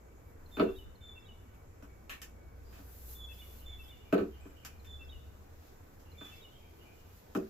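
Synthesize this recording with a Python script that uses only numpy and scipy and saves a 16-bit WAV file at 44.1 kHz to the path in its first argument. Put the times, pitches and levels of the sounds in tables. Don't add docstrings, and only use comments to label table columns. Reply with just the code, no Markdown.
import sys
import numpy as np
from scipy import signal
from scipy.io import wavfile

SR = 44100
rng = np.random.default_rng(int(sys.argv[2]) if len(sys.argv) > 2 else 0)


def wrap_up_sound(samples):
    columns = np.atleast_2d(samples).T
    tamed = np.clip(columns, -1, 1)
    steps = np.round(tamed * 32767).astype(np.int16)
    wavfile.write(sys.argv[1], SR, steps)


N = 330571


def from_db(db):
    return 10 ** (np.asarray(db) / 20)


def rms_one(x):
    return x / np.sqrt(np.mean(x ** 2) + 1e-20)


def in_time(rows):
    time_s, *columns = np.transpose(rows)
    return [np.interp(np.arange(N) / SR, time_s, column) for column in columns]


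def at_hz(points, hz):
    freq_hz, values = np.transpose(points)
    return np.interp(np.log(hz), np.log(freq_hz), values)


def drift(rate_hz):
    pole = np.exp(-80 * np.pi * rate_hz / SR)
    slow = signal.lfilter([1], [1, -2 * pole, pole * pole], rng.standard_normal(N // 40 + 2002))[2000:]
    return np.interp(np.arange(N) / 40, np.arange(len(slow)), rms_one(slow))


def held(start_s, hold_s, db, rise_db_per_s, fall_db_per_s):
    t = np.arange(N) / SR - start_s
    return from_db(db - rise_db_per_s * np.maximum(-t, 0) - fall_db_per_s * np.maximum(t - hold_s, 0))


def band(x, low_hz, high_hz):
    return signal.sosfilt(signal.butter(2, [low_hz, high_hz], "band", fs=SR, output="sos"), x)


def clicks(at, db):
    train = np.zeros(N)
    train[at] = from_db(db + rng.normal(0, 1.5, len(at)))
    return train


def ring(force, hz, t60_s, phase=0):
    r, w = from_db(-60 / (t60_s * SR)), 2 * np.pi * hz / SR
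    feedback = [1, -2 * r * np.cos(w), r * r]
    return signal.lfilter([np.sin(phase), r * np.sin(w - phase)], feedback, force + 1e-18)


def echoes(x, hold_s, t60_s):
    t = np.arange(SR // 2) / SR
    shape = from_db(-60 * np.maximum(t - hold_s, 0) / t60_s) * (t > .001)
    return signal.fftconvolve(x[None], shape * rng.standard_normal((2, len(t))), axes=1)[:, :N]


def far_tone(hz, db, waver_db, rate_hz):
    return np.sqrt(2) * from_db(db + waver_db * drift(rate_hz)) * np.sin(2 * np.pi * np.cumsum(hz) / SR)


def add_note(out, start_s, length_s, first_hz, last_hz, db, octave_db):
    progress = np.linspace(0, 1, int(length_s * SR))
    phase = 2 * np.pi * np.cumsum(first_hz + (last_hz - first_hz) * np.sqrt(progress)) / SR
    swell = from_db(db) * np.sin(np.pi * progress)
    i = int(start_s * SR)
    out[i:i + len(swell)] += swell * (np.sin(phase) + from_db(octave_db) * np.sin(2 * phase))


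# freq_hz, relative_density_db
AIR_SPECTRUM = [(15, 7.5), (30, -15.5), (70, -1.5), (110, -10.5), (180, -16.5), (350, -16), (800, -22.5),
                (1500, -28), (2400, -35), (4000, -66), (6700, -36), (12000, -37.5), (16000, -72)]
# freq_hz, correlation
AIR_LIKENESS = [(25, 0.86), (70, 0.96), (200, 1), (500, 0.39), (1200, 0.022), (4000, 0.017), (16000, 0.018)]
# centre_hz, width_hz, level_db
DRONES = [(86.86, 4, -64), (75.7, 1.4, -75.5), (460, 35.5, -72.5), (1512, 25, -81)]

def neighbourhood():
    edges_hz = 16 * 2 ** np.arange(0, 10.2, 1 / 3)
    white = rng.standard_normal((2, 2, N))
    air = 0
    for k, (low, high) in enumerate(zip(edges_hz, edges_hz[1:])):
        mid, side = band(white[k % 2], low, high)
        hz = np.sqrt(low * high)
        alike = at_hz(AIR_LIKENESS, hz)
        stereo = np.sqrt(1 + alike) * mid + np.sqrt(1 - alike) * side * [[1], [-1]]
        air += from_db(at_hz(AIR_SPECTRUM, hz) + 1.5 * drift(6.6)) * stereo
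    drones = sum(from_db(db) * rms_one(band(rng.standard_normal(N), hz - width / 2, hz + width / 2))
                 for hz, width, db in DRONES)
    return from_db(-55.5) * rms_one(air) + drones


# time_s, pitch_hz
ENGINE_PITCH = [(0, 61), (1.9, 57.4), (3.5, 62.67), (5.6, 73.23), (7.5, 80.5)]
# time_s, level_db
ENGINE_LEVEL = [(0, -56.5), (1.2, -67.5), (1.9, -61), (2.3, -57), (3.3, -51), (3.8, -55), (4.0, -67),
                (4.3, -55), (5.3, -52.5), (5.6, -74), (7.5, -75)]

def vehicle():
    return far_tone(*in_time(ENGINE_PITCH), *in_time(ENGINE_LEVEL), waver_db=2.5, rate_hz=3.2)


# time_s, level_db
GUSTS = [(0, -78), (.75, -51.5), (1.3, -77), (2.3, -66), (3.3, -65), (5.2, -60), (6, -87), (7.5, -81)]

def breeze():
    lumps = [from_db(2.7 * drift(5.6)) * rms_one(band(rng.standard_normal(N), 24, 42)) for _ in range(2)]
    return from_db(in_time(GUSTS)[0]) * from_db([[1.2], [-1.2]]) * lumps


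# start_s, hold_s, level_db
WHISTLE_BURSTS = [(0, 0.28, -81), (1.0, .63, -82), (1.878, 0.069, -75), (2.17, .05, -70),
                  (2.42, 0.11, -75.5)]

def whistle():
    hz = 2278 - 13 * np.arange(N) / SR
    bursts = sum(held(*burst, rise_db_per_s=152, fall_db_per_s=152) for burst in WHISTLE_BURSTS)
    return bursts * np.array([far_tone(hz, 0, waver_db=3.5, rate_hz=15) for _ in range(2)])


# start_s, high_hz, low_hz, source_db
WARBLE_PAIRS = [(3.29, 3050, 2350, -79), (3.57, 3020, 2285, -79), (3.8, 3110, 2360, -81),
                (3.969, 3000, 2470, -81), (4.30, 3080, 2496, -79.5), (4.541, 3050, 2495, -77),
                (6.03, 2940, 2396, -83), (6.241, 3070, 2360, -78.5), (6.509, 3270, 2460, -79.5),
                (6.755, 3010, 2500, -80), (6.96, 3000, 2510, -88)]
# start_s, length_s, pitch_hz, source_db
LONE_PEEPS = [(2.62, .1, 5030, -85), (4.399, 0.017, 7880, -76)]

def warbler():
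    voice = np.zeros(N)
    notes = list(LONE_PEEPS)
    for start_s, high_hz, low_hz, db in WARBLE_PAIRS:
        notes += [(start_s, 0.073, high_hz, db), (start_s + 0.06, 0.088, low_hz, db - 1.5)]
    for start_s, length_s, hz, db in notes:
        add_note(voice, start_s, length_s, 0.94 * hz, 0.98 * hz, db, octave_db=-54)
    voice *= drift(120)
    return from_db(-14.5) * echoes(voice, hold_s=0.0066, t60_s=0.7)


# offset_s, length_s, first_hz, last_hz, relative_db, octave_db
PHRASE_NOTES = [(-.06, 0.02, 4470, 4010, -13.5, -37), (-.005, 0.103, 3604, 3534, -1, -14.5),
                (0.055, 0.073, 3532, 3488, 2.5, -19), (0.138, 0.058, 2715, 2682, -3.5, -51),
                (0.183, 0.026, 5260, 5090, -15.5, -40), (0.232, 0.018, 3220, 3396, -9.5, -44),
                (0.24, 0.037, 3865, 3637, -3.5, -38), (.265, 0.029, 3036, 2950, -5, -41),
                (0.284, 0.044, 3003, 2847, -11.5, -48)]
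# start_s, level_db, tuning_ratio, closing_notes_db, chirp_tuning_ratio
PHRASE_REPEATS = [(.515, -52.5, 1.004, -1.5, 1.01), (1.012, -53, 1, -1.5, 1.02),
                  (3.146, -53.5, 0.98, 1, 0.95), (3.646, -51.5, 0.99, 0, 0.96),
                  (4.852, -50.5, .995, 0, 1.001), (6.172, -50.5, 0.99, -2, 1.01)]

def songbird():
    voice = np.zeros(N)
    for start_s, song_db, tuning, closing_db, chirp_tuning in PHRASE_REPEATS:
        for offset_s, length_s, first_hz, last_hz, db, octave_db in PHRASE_NOTES:
            db += song_db + closing_db * (offset_s > .1) + rng.normal(0, 1.5)
            is_chirp = 3650 < first_hz < 3900
            ratio = chirp_tuning if is_chirp else tuning
            add_note(voice, start_s + offset_s, length_s, ratio * first_hz, ratio * last_hz, db, octave_db)
    voice *= from_db(1.9 * drift(37))
    voice *= 1 + 0.31 * drift(87)
    trees = from_db(-39.5) * echoes(voice, hold_s=0.011, t60_s=0.83)
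    return voice * from_db([[-1.5], [1.5]]) + trees


# start_s, hold_s, high_hiss_db, broad_hiss_db
HAND_STROKES = [(.28, .03, -71, -80), (0.52, .05, -65.5, -69), (0.768, 0.019, -62, -70),
                (1.567, 0.04, -73, -86), (2.76, .05, -66, -63), (2.92, .14, -55, -64.5),
                (3.11, 0.027, -47.5, -60.5), (3.343, 0.27, -57, -64.5), (3.846, 0.041, -61.5, -71),
                (5.666, .03, -76, -65), (5.962, .02, -72, -85), (6.257, 0.13, -68, -63),
                (7.16, 0.02, -64, -72.5)]
# time_s, high_hiss_db, broad_hiss_db
STIRRING = [(0, -90, -75.5), (2.4, -87, -74), (4.0, -75, -68.5), (6.0, -72.5, -70.5), (7.5, -71.5, -65)]

def rustle():
    high_gain, broad_gain = from_db(in_time(STIRRING))
    for start_s, hold_s, high_db, broad_db in HAND_STROKES:
        stroke = held(start_s, hold_s, 0, rise_db_per_s=98, fall_db_per_s=172)
        high_gain = np.hypot(high_gain, from_db(high_db) * stroke)
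        broad_gain = np.hypot(broad_gain, from_db(broad_db) * stroke)
    grains = rng.standard_normal((2, N)) * from_db(1.5 * rng.exponential(1, (2, N)))
    high_hiss = rms_one(band(grains, 8670, 14000))
    broad_hiss = rms_one(band(grains[:, ::-1], 1400, 16300))
    return from_db(0.52 * drift(23)) * (high_gain * high_hiss + broad_gain * broad_hiss)


ROOF_T60_S = 0.24
# pitch_hz, gain_db, t60_s, left_minus_right_db, left_lead_rad
BOARD_MODES = [(109, -14, 0.033, 30.5, 0.66), (185, -8.5, 0.11, -21, 0.61), (214.2, -3.5, 0.17, 5, -0.51),
               (287.8, 2, 0.14, -7.5, -0.7), (336, -3, 0.18, -7, -1.25), (382.3, -0.5, 0.16, 7.5, -0.097),
               (451, 4.5, 0.057, 7, 0.71), (534, -11, 0.073, -12, 0.69), (637, 2, 0.068, -2.5, 1),
               (699.5, -17.5, 0.13, -24.5, 1)]

def deck_boards(at, thump_db, knock_db, edge_db):
    boards = np.zeros((2, N))
    for k, (hz, db, t60_s, pan_db, lead_rad) in enumerate(BOARD_MODES):
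        force_db = thump_db if hz < 320 else knock_db if hz < 560 else edge_db
        force = (-1) ** k * clicks(at, db + force_db)
        boards += [from_db(side * pan_db) * ring(force, hz, t60_s, side * lead_rad) for side in (.5, -.5)]
    boards = np.roll(band(boards, 67, 1100), int(0.00283 * SR), axis=1)
    boards += from_db(-31.5) * echoes(boards.mean(0), hold_s=0.008, t60_s=ROOF_T60_S)
    mid = boards.mean(0)
    return mid + band(boards - mid, 420, 3000)


# pitch_hz, gain_db, t60_s
WALL_MODES = [(813, -6.5, 0.038), (972, -9, 0.048), (1220, 4.5, 0.011), (1514, 1.5, 0.016),
              (1752, -5, 0.024), (2238, -12, 0.015), (2590, 0.5, 0.0088), (3050, -0.5, 0.0036),
              (4240, -1.5, 0.003), (1910, -4, 0.0071), (3740, -10.5, 0.0016)]

def pipe_walls(at, latest, rasp, wall_db, joint_db):
    pipe = 0
    for k, (hz, db, t60_s) in enumerate(WALL_MODES):
        force_db = db + (wall_db if hz < 1650 else joint_db)
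        force = clicks(at, force_db - 2) + from_db(force_db[latest] - 25.5) * rasp
        pipe += (-1) ** k * ring(force, hz, t60_s)
    return pipe


def slip_rasp(since_s, slip_s):
    fade = (since_s > 0) * from_db(-6 * (since_s / slip_s) ** 2)
    return fade * rng.standard_normal((2, N)) * from_db(2 * rng.exponential(1, N))


# start_s, thump_db, knock_db, edge_db, wall_db, crack_db
LANDINGS = [(0.5689, -40.5, -43.5, -59, -42.5, -63), (0.5841, -36, -43, -38.5, -42.5, -68),
            (0.597, -24.5, -32, -28, -29.5, -57.5), (0.6192, -35.5, -24.5, -34, -43, -61),
            (0.6593, -39, -46, -48, -54, -73), (0.6899, -50, -43.5, -59, -53, -71),
            (1.8245, -52, -69, -57.5, -56.5, -67), (2.7904, -53.5, -77, -64, -61, -85),
            (4.1258, -25, -30, -23.5, -32.5, -52.5), (4.1505, -62, -22.5, -36, -43.5, -76),
            (4.1802, -36, -29, -58, -39.5, -62), (4.2104, -31.5, -32.5, -54, -49, -71),
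            (4.4536, -50.5, -54, -63, -60, -76), (6.2105, -50.5, -57, -57, -50.5, -74),
            (7.3501, -33.5, -39, -44.5, -36, -54), (7.3658, -35, -32, -46, -53, -55),
            (7.3785, -36, -65, -44, -65, -74)]
# start_s, joint_db, wall_db, crack_db, slip_s
JOINT_SNAPS = [(1.5393, -63, -79, -78, 0.033), (2.0954, -35.5, -49.5, -53, 0.045),
               (2.2176, -42.5, -56, -49.5, 0.024), (2.7279, -55, -65, -70, 0.16),
               (4.6493, -42.5, -49.5, -48.5, 0.023), (4.846, -55, -69, -66, 0.029),
               (5.9955, -69, -79, -71, 0.043), (6.252, -53.5, -59.5, -66, 0.058)]

def pipe_frame():
    landing_slip_s, snap_to_boards_db = 0.027, -28
    touches = [(s, wall - 1, thump, knock, edge, wall, crack, landing_slip_s)
               for s, thump, knock, edge, wall, crack in LANDINGS]
    touches += [(s, joint, *[joint + snap_to_boards_db] * 3, wall, crack, slip)
                for s, joint, wall, crack, slip in JOINT_SNAPS]
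    start_s, joint_db, thump_db, knock_db, edge_db, wall_db, crack_db, slip_s = np.transpose(sorted(touches))
    at = (start_s * SR).astype(int)
    latest = np.maximum(np.searchsorted(at, np.arange(N), "right") - 1, 0)
    rasp = slip_rasp((np.arange(N) - at[latest]) / SR, slip_s[latest])
    boards = deck_boards(at, thump_db, knock_db, edge_db)
    pipe = pipe_walls(at, latest, rasp, wall_db, joint_db)
    crack = band(clicks(at, crack_db + 28) + from_db(crack_db[latest] + 6) * rasp, 4030, 12600)
    plastic = pipe + crack
    roof = from_db(-33) * echoes(plastic.mean(0), hold_s=0.0051, t60_s=ROOF_T60_S)
    return boards + plastic + roof


def scene():
    left, right = neighbourhood() + vehicle()
    street = np.array([np.roll(left, int(.0005 * SR)), right])
    return pipe_frame() + rustle() + songbird() + warbler() + whistle() + street + breeze()


# centre_hz, width_hz, depth_fraction
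MIC_DIPS = [(8730, 1450, 0.8), (9620, 4600, 0.83)]

def record(dry):
    for hz, width_hz, depth in MIC_DIPS:
        dry = dry - depth * signal.lfilter(*signal.iirpeak(hz, hz / width_hz, SR), dry)
    return signal.sosfilt(signal.cheby2(16, 70, 16200, fs=SR, output="sos"), dry)


dry = scene()
out = record(dry)
wrap_up_sound(out)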